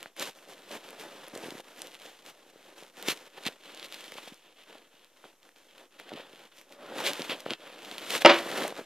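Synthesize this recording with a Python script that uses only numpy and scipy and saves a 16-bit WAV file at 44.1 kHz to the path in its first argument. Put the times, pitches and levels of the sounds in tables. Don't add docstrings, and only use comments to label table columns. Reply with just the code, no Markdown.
import sys
import numpy as np
from scipy import signal
from scipy.io import wavfile

SR = 44100
rng = np.random.default_rng(int(sys.argv[2]) if len(sys.argv) > 2 else 0)


def output_pcm(signal):
    pcm = np.clip(np.atleast_2d(signal).T, -1, 1) * 32767
    wavfile.write(sys.argv[1], SR, np.round(pcm).astype(np.int16))


N = 390285

# centre in Hz, width in Hz, level in dB.
RASP_BANDS = [(2200, 1660, -4), (3080, 630, 4), (3495, 1720, -2.5)]
RUSTLE_BANDS = [(912, 290, -1.14), (1350, 610, 0.5), (1820, 565, -1.2)]
RUMBLE_BANDS = [(200, 260, -6.5), (330, 134, 1.5), (454.5, 92, 1.5), (557, 116, 2), (793, 280, -5.5)]


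def paper_rub(rasp_gain, rumble_gain, rustle_gain, hiss_gain, ring_gain):
    # centre in Hz, width in Hz, level in dB.
    hiss_bands = [(5380, 1140, 5.5), (6530, 1470, 8.5), (10300, 21000, 0), (14600, 1000, -14)]
    lead_bands = [(2560, 370, -3), (3260, 630, 0)]
    stutter = from_db(0.92 * drift(35) + drift(98))
    fine = grains(per_s=900, spread_db=5.0, smooth=1.37)
    middle = grains(per_s=600, spread_db=3.0, smooth=1.7)
    coarse = grains(per_s=150, spread_db=3, smooth=1.36)
    rasp = rasp_gain * resonances(filtered(fine, [1800, 4500], "band", order=3), RASP_BANDS)
    rustle = rustle_gain * resonances(middle, RUSTLE_BANDS)
    waver = from_db(0.95 * drift(7))
    rumble = rumble_gain * waver * resonances(filtered(coarse, 1200, "low"), RUMBLE_BANDS)
    ring = ring_gain * resonances(resonances(middle, lead_bands), lead_bands)
    hiss = hiss_gain * resonances(filtered(fine, 3800, "high"), hiss_bands)
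    port_gain = np.hypot(stutter * hiss_gain * from_db(-4), from_db(-72))
    port_hiss = port_gain * resonances(filtered(rng.standard_normal((2, N)), 5650, "high"), hiss_bands)
    return stutter * (rasp + rustle + rumble + hiss + ring), port_hiss


def stroke_gains():
    # time of the top in seconds, level in dB, swell and fade
    # in seconds, table rumble and treble hiss in dB relative to that level.
    strokes = [(0.024, -55.5, 0.027, 0.086, -1, -7), (0.178, -50, 0.02, 0.024, -4, -7),
               (0.222, -38.5, 0.053, 0.092, -5, -5.5), (0.288, -48.5, 0.057, 0.02, 3.5, -1),
               (0.381, -62.5, 0.046, 0.093, 2, 0), (0.509, -54, 0.047, 0.044, 1.5, -2.5),
               (0.747, -45, 0.074, 0.044, 0, -5), (0.877, -56, 0.16, 0.045, 0, -7),
               (1.012, -50.5, 0.034, 0.048, -1, -2.5), (1.105, -54, 0.45, 0.42, 1.5, -6.5),
               (1.352, -53, 0.038, 0.11, 5.5, -2), (1.431, -50, 0.043, 0.18, 3, -5),
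               (1.609, -55.5, 0.26, 0.008, 1, -3), (1.675, -59.5, 0.058, 0.099, 2, -4),
               (1.824, -53, 0.13, 0.137, -0.5, -4), (1.95, -56, 0.058, 0.046, -5, -7.5),
               (2.055, -55, 0.109, 0.18, -1, -5), (2.197, -65, 0.035, 0.025, -2, -3),
               (2.284, -53, 0.058, 0.05, -0.5, -3), (2.503, -62, 0.057, 0.014, -0.5, -4),
               (2.694, -60, 0.22, 0.089, 1, -5.5), (2.777, -55.5, 0.029, 0.16, 1.5, -3.5),
               (3.026, -51, 0.096, 0.29, 1.5, -4), (3.106, -29.5, 0.048, 0.031, -10.5, -6),
               (3.269, -55.5, 0.035, 0.016, -2.5, -7), (3.383, -52.5, 0.054, 0.016, -0.5, -12),
               (3.454, -53, 0.16, 0.15, -0.5, -6.5), (3.47, -29, 0.021, 0.018, -12, -11.5),
               (3.688, -55, 0.12, 0.051, -2.5, -8.5), (3.81, -51, 0.23, 0.1, -5, -9),
               (3.849, -51, 0.02, 0.02, -15, -5), (3.933, -51, 0.036, 0.061, -5, -8),
               (3.953, -51.5, 0.12, 0.53, -5, -6.5), (4.183, -45.5, 0.032, 0.016, -8, -9.5),
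               (4.269, -54.5, 0.23, 0.11, -4.5, -7), (4.282, -48.5, 0.017, 0.013, -10, -6.5),
               (4.48, -62, 0.088, 0.091, -2.5, -11.5), (4.602, -56, 0.055, 0.074, -5, -10),
               (4.697, -57.5, 0.042, 0.21, 0.5, -9.5), (4.933, -64.5, 0.036, 0.25, -2.5, -10),
               (5.245, -59.5, 0.012, 0.033, 2, -14), (5.273, -63.5, 0.16, 0.1, -1, -5),
               (5.428, -65, 0.01, 0.124, 1, -3.5), (5.559, -64.5, 0.0043, 0.26, -2, -4),
               (5.693, -63, 0.022, 0.078, -13, -14), (5.809, -59, 0.093, 0.077, 1.5, -7),
               (5.944, -64.5, 0.053, 0.5, 0, -8.5), (5.995, -53, 0.013, 0.046, -3.5, -9),
               (6.156, -51, 0.15, 0.16, -0.5, -13.5), (6.427, -58, 0.31, 0.092, 0, -8),
               (6.522, -58, 0.0091, 0.034, -6, -14), (6.589, -60, 0.087, 0.087, -3, -3),
               (6.737, -59, 0.073, 0.037, -1.5, -6), (7.002, -42, 0.076, 0.09, -4.5, -7),
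               (7.074, -29, 0.04, 0.053, -13, -9), (7.118, -47, 0.354, 0.0062, 7, -12),
               (7.309, -31, 0.02, 0.048, -9, -17), (7.402, -51, 0.013, 0.016, -15, -5),
               (7.461, -47.5, 0.013, 0.12, -5, -14), (7.509, -36, 0.02, 0.045, -5, -15),
               (7.648, -54, 0.075, 0.41, 1, -12), (7.919, -56, 0.025, 0.021, -10, -7),
               (8.01, -47.5, 0.29, 0.43, -4, -7.5), (8.158, -32.5, 0.094, 0.042, -5.5, -4.5),
               (8.22, -31.5, 0.02, 0.01, -12, -7.5), (8.4, -43.5, 0.21, 0.035, 2.5, -4.5),
               (8.618, -39, 0.3, 0.12, 2.5, -6.5), (8.783, -50, 0.034, 0.053, 8.5, -5.5)]
    # time in seconds, level in dB.
    resting_rub = [(0.0, -57), (0.14, -75), (0.6, -58.5), (1.2, -67.5), (1.7, -67.5), (2.4, -64),
                   (2.92, -83), (3.58, -79), (4.39, -80), (5.2, -70.5), (5.9, -79), (6.68, -73.5),
                   (7.2, -43.5), (7.57, -64.5), (8.2, -49), (8.85, -57.5)]
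    drop_db, light_db = 20, -52
    t = np.arange(0, N + 64, 64) / SR
    top_s, top_db, swell_s, fade_s, rumble_db, hiss_db = np.transpose(strokes)[:, :, None]
    bell_db = top_db - drop_db * ((t - top_s) / np.where(t < top_s, swell_s, fade_s)) ** 2
    level_db = np.vstack([bell_db, np.interp(t, *np.transpose(resting_rub))])
    rumble_db = np.vstack([rumble_db, [0]])
    hiss_db = np.vstack([hiss_db, [-6.5]])
    lightness_db = np.vstack([light_db - top_db, [0]])
    rasp_db = 0.22 * hiss_db + 0.86
    rustle_db = 0.73 * rumble_db - 2.5
    ring_db = -0.8 * hiss_db - 15 + 0.21 * lightness_db
    powers = [np.sum(from_db(level_db + colour_db) ** 2, axis=0)
              for colour_db in (rasp_db, rumble_db, rustle_db, hiss_db, ring_db)]
    return [np.interp(np.arange(N) / SR, t, np.sqrt(power)) for power in powers]


def sheet_snaps(rasp_gain):
    # start in seconds, peak in dB, pitch in Hz, crack in dB relative to the peak.
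    snaps = [(0.0291, -26.5, 2730, -8), (0.0588, -28, 1630, -27), (0.166, -36, 1900, -5),
             (0.1969, -23.5, 3920, -1.5), (0.2231, -27, 4480, -2), (0.3884, -40, 2640, -13),
             (0.906, -40, 2440, -1), (1.0111, -33, 2070, -7), (1.2822, -39, 2280, 1),
             (1.3522, -31.5, 4290, -4), (1.3758, -33, 2790, -0.5), (1.4434, -29, 2680, -14),
             (1.5066, -25.5, 3810, -13), (1.7926, -39, 2870, 1), (1.8191, -26, 3480, -1.5),
             (1.8711, -33, 3260, -4), (1.9455, -32, 2910, -10), (3.0262, -25, 3550, -3.5),
             (3.0851, -12.5, 3200, -6), (3.4655, -13.5, 3770, -25), (3.7476, -33, 4130, -8),
             (3.7747, -31, 3730, -11), (3.7973, -26, 3670, -15), (3.8285, -25, 3450, -21),
             (3.8485, -28, 3590, -10), (3.863, -33, 3830, -6), (3.9249, -24, 3440, -11),
             (3.9437, -25, 3630, -9.5), (4.0077, -31, 2900, -7), (4.1214, -28, 2190, -9),
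             (4.3437, -42, 4200, 0), (5.0461, -40, 3600, -10), (5.2415, -36, 1300, -31),
             (5.4309, -45, 3280, -10), (5.4913, -42.5, 1880, -9), (5.5619, -42, 3060, -19),
             (5.9991, -30.5, 1710, -8.5), (6.093, -33.5, 2500, -14), (6.1365, -29, 3200, -24),
             (6.177, -39, 2200, -18), (6.5822, -39, 3040, -9), (6.6136, -40.5, 2090, 1),
             (7.1339, -22, 3490, -3), (7.2199, -17.5, 4180, -31), (7.2975, -17, 3100, -22),
             (7.4047, -34, 3020, 0), (7.4623, -24.5, 1340, -26), (7.5067, -14.5, 3340, -31),
             (7.5355, -15.5, 3180, -36), (7.9138, -23, 3570, -18), (7.982, -19, 3600, -12),
             (8.1042, -20.5, 3070, -9), (8.1522, -15, 1810, -17), (8.2205, -15, 2430, -17),
             (8.6139, -26, 1430, -19), (8.6797, -26, 2050, 0), (8.6948, -37, 1300, -2)]
    small = scatter(rasp_gain, per_s=7, over_db=18, low_hz=2360, high_hz=3100, crack_db=[-12])
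    return pops(snaps, cycles=5) + pops(small, cycles=5)


def table_thuds(rumble_gain):
    # start in seconds, peak in dB, pitch in Hz.
    thuds = [(0.059, -32.5, 890), (0.762, -35, 594), (1.3354, -35.5, 273), (1.3607, -28.5, 474),
             (1.4371, -29, 445), (1.4585, -32.5, 380), (1.4836, -31, 364), (1.5212, -35, 344),
             (1.5512, -35, 294), (1.5989, -32, 630), (2.5587, -41.5, 450), (2.8249, -38, 536),
             (3.0843, -21, 382), (3.3798, -40, 730), (3.4636, -27, 249), (3.4862, -31, 464),
             (4.1228, -37.5, 523), (4.1548, -36.5, 486), (4.1842, -29.5, 980), (4.2755, -35.5, 626),
             (4.3203, -40, 253), (4.754, -40, 630), (5.241, -54, 600), (6.1186, -28.5, 620),
             (6.1371, -31.5, 318), (6.128, -33, 330), (6.152, -36, 298), (6.176, -34.5, 563),
             (6.3346, -39.5, 455), (7.0046, -24, 880), (7.0545, -33, 423), (7.0943, -29, 555),
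             (7.1942, -29, 400), (7.2046, -27.5, 285), (7.2953, -27, 330), (7.4625, -21, 570),
             (7.4861, -30.5, 510), (7.5084, -30, 292), (7.5171, -28.5, 322), (8.1583, -27, 453),
             (8.2213, -27, 650), (8.5017, -25, 513), (8.6499, -25, 680), (8.7239, -28.5, 680),
             (8.786, -31.5, 574)]
    small = scatter(rumble_gain, per_s=6, over_db=12.5, low_hz=460, high_hz=640)
    return pops(thuds, cycles=4.6) + pops(small, cycles=2.7)


def table_knock():
    # start in seconds, strength in dB, hardness in dB per two octaves.
    bounces = [(8.2485, -2, -0.5), (8.2528, -8, 1.5), (8.2601, -1, 8.5)]
    # pitch in Hz, level in dB, time to fall 60 dB in seconds.
    modes = [(338.4, -13, 0.28), (485, -12, 0.042), (579, -3, 0.12), (646, -7, 0.049), (810, -5.5, 0.027),
             (931, -12, 0.11), (1302, -12.5, 0.039), (2010, -6, 0.0063), (2400, -20, 0.017),
             (2700, -9, 0.013), (2900, -5.5, 0.01), (5000, -12, 0.005)]
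    # time in seconds, level in dB.
    rattle_curve = [(8.249, -57), (8.251, -13), (8.273, -17), (8.286, -22), (8.296, -13), (8.321, -22),
                    (8.34, -26), (8.39, -35), (8.43, -46), (8.47, -73)]
    start_s, strength_db, hardness_db = np.transpose(bounces)
    at = np.round(start_s * SR).astype(int)
    contacts = envelope(rattle_curve) * grains(per_s=1500, spread_db=1.5, smooth=1.32)
    wood = np.zeros(N)
    for k, (hz, level_db, t60) in enumerate(modes):
        tilt_db = hardness_db * np.log2(hz / 1000) / 2
        strikes = np.full(N, 1e-18)
        strikes[at] = from_db(strength_db + level_db + tilt_db + rng.normal(0, 1, len(at)))
        force = strikes + 0.023 * from_db(level_db) * contacts
        r, w = from_db(-60 / (t60 * SR)), 2 * np.pi * hz / SR
        wood += (-1) ** k * signal.lfilter([0, np.sin(w)], [1, -2 * r * np.cos(w), r * r], force)
    direct_rattle = 1.75 * filtered(contacts, [250, 3100], "band", order=3)
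    return filtered(wood + direct_rattle, 7500, "low")


def hollow_hum():
    # time in seconds, level in dB.
    hum_curve = [(6.7, -69), (6.78, -59), (6.85, -55), (6.91, -59), (6.95, -56), (7.05, -55), (7.09, -41),
                 (7.13, -70)]
    return envelope(hum_curve) * resonances(rng.standard_normal(N), [(573, 21, 0)])


def noise_floor():
    return from_db(-89) * resonances(rng.standard_normal(N), RUMBLE_BANDS + RUSTLE_BANDS + RASP_BANDS)


def room(x, t60_s=0.079):
    t = np.arange(round(0.5 * SR)) / SR
    dull_noise = signal.lfilter([1], [1, -0.5], rng.standard_normal((2, len(t))))
    tail = dull_noise * from_db(-60 * t / t60_s) * (t > 0.004)
    return signal.fftconvolve(x[None], tail / np.sqrt(np.sum(tail[0] ** 2)), axes=1)[:, :N]


def grains(per_s, spread_db, smooth):
    sizes = from_db(spread_db * np.minimum(rng.exponential(1, N), 5)) * rng.choice([-1, 1], N)
    clicks = rms_one(sizes * (rng.random(N) < per_s / SR))
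    return clicks + smooth * rng.standard_normal(N)


def pops(events, cycles):
    length = 2000
    out, t = np.zeros(N + length), np.arange(length) / SR
    bursts = rng.standard_normal((len(events), length)) * np.exp(-t / 0.00052)
    cracks = 1.5 * filtered(bursts, [5000, 15000], "band")
    for (start_s, peak_db, hz, *crack_db), crack in zip(events, cracks):
        shape = from_db(-60 * t * hz / cycles) * (1 - np.exp(-4 * t * hz))
        ring = np.sin(2 * np.pi * hz * t) * shape / shape.max()
        out[round(start_s * SR):][:length] += from_db(peak_db) * (ring + sum(from_db(crack_db)) * crack)
    return out[:N]


def scatter(gain, per_s, over_db, low_hz, high_hz, crack_db=()):
    gap, softness, pitch = rng.random((200, 3)).T
    start_s = np.cumsum(-np.log(1 - gap)) / per_s
    rub_db = 20 * np.log10(np.interp(start_s, np.arange(N) / SR, gain))
    peak_db = rub_db + over_db - 7.7 * softness
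    pitch_hz = low_hz * (high_hz / low_hz) ** pitch
    return [(s, db, hz, *crack_db) for s, db, hz in zip(start_s, peak_db, pitch_hz) if s < N / SR]


def resonances(x, bands):
    out = 0
    for k, (hz, width_hz, level_db) in enumerate(bands):
        r = np.exp(-np.pi * width_hz / SR)
        poles = [1, -2 * r * np.cos(2 * np.pi * hz / SR), r * r]
        out = out + (-1) ** k * from_db(level_db) * (1 - r * r) * signal.lfilter([1, 0, -1], poles, x)
    return rms_one(out)


def drift(rate_hz):
    r = np.exp(-2 * np.pi * rate_hz / SR)
    return rms_one(signal.lfilter([1], [1, -2 * r, r * r], rng.standard_normal(N + 9000))[9000:])


def envelope(points):
    return from_db(np.interp(np.arange(N) / SR, *np.transpose(points), left=-200, right=-200))


def filtered(x, hz, kind, order=2):
    return signal.sosfilt(signal.butter(order, hz, kind, fs=SR, output="sos"), x)


def from_db(db):
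    return 10 ** (np.asarray(db) / 20)


def rms_one(x):
    return x / np.sqrt(np.mean(x ** 2) + 1e-20)


def scene():
    rasp_gain, rumble_gain, rustle_gain, hiss_gain, ring_gain = stroke_gains()
    rub, port_hiss = paper_rub(rasp_gain, rumble_gain, rustle_gain, hiss_gain, ring_gain)
    close = rub + hollow_hum() + sheet_snaps(rasp_gain) + table_thuds(rumble_gain)
    close += table_knock() + noise_floor()
    left = np.r_[0, close[:-1]]
    return np.array([left, close]) + port_hiss + from_db(-29) * room(close)


def record(dry):
    bass_hz, cutoff_hz, dc_offset = 135, 15300, -0.0003
    thinned = filtered(dry, bass_hz, "high", order=4) + from_db(-16) * filtered(dry, 60, "low", order=3)
    murmur = from_db(-89) * resonances(rng.standard_normal(N), [(35, 120, 0)])
    top_cut = signal.cheby2(20, 60, cutoff_hz, fs=SR, output="sos")
    return signal.sosfilt(top_cut, np.clip(thinned + murmur, -1, 1)) + dc_offset


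dry = scene()
out = record(dry)
output_pcm(out)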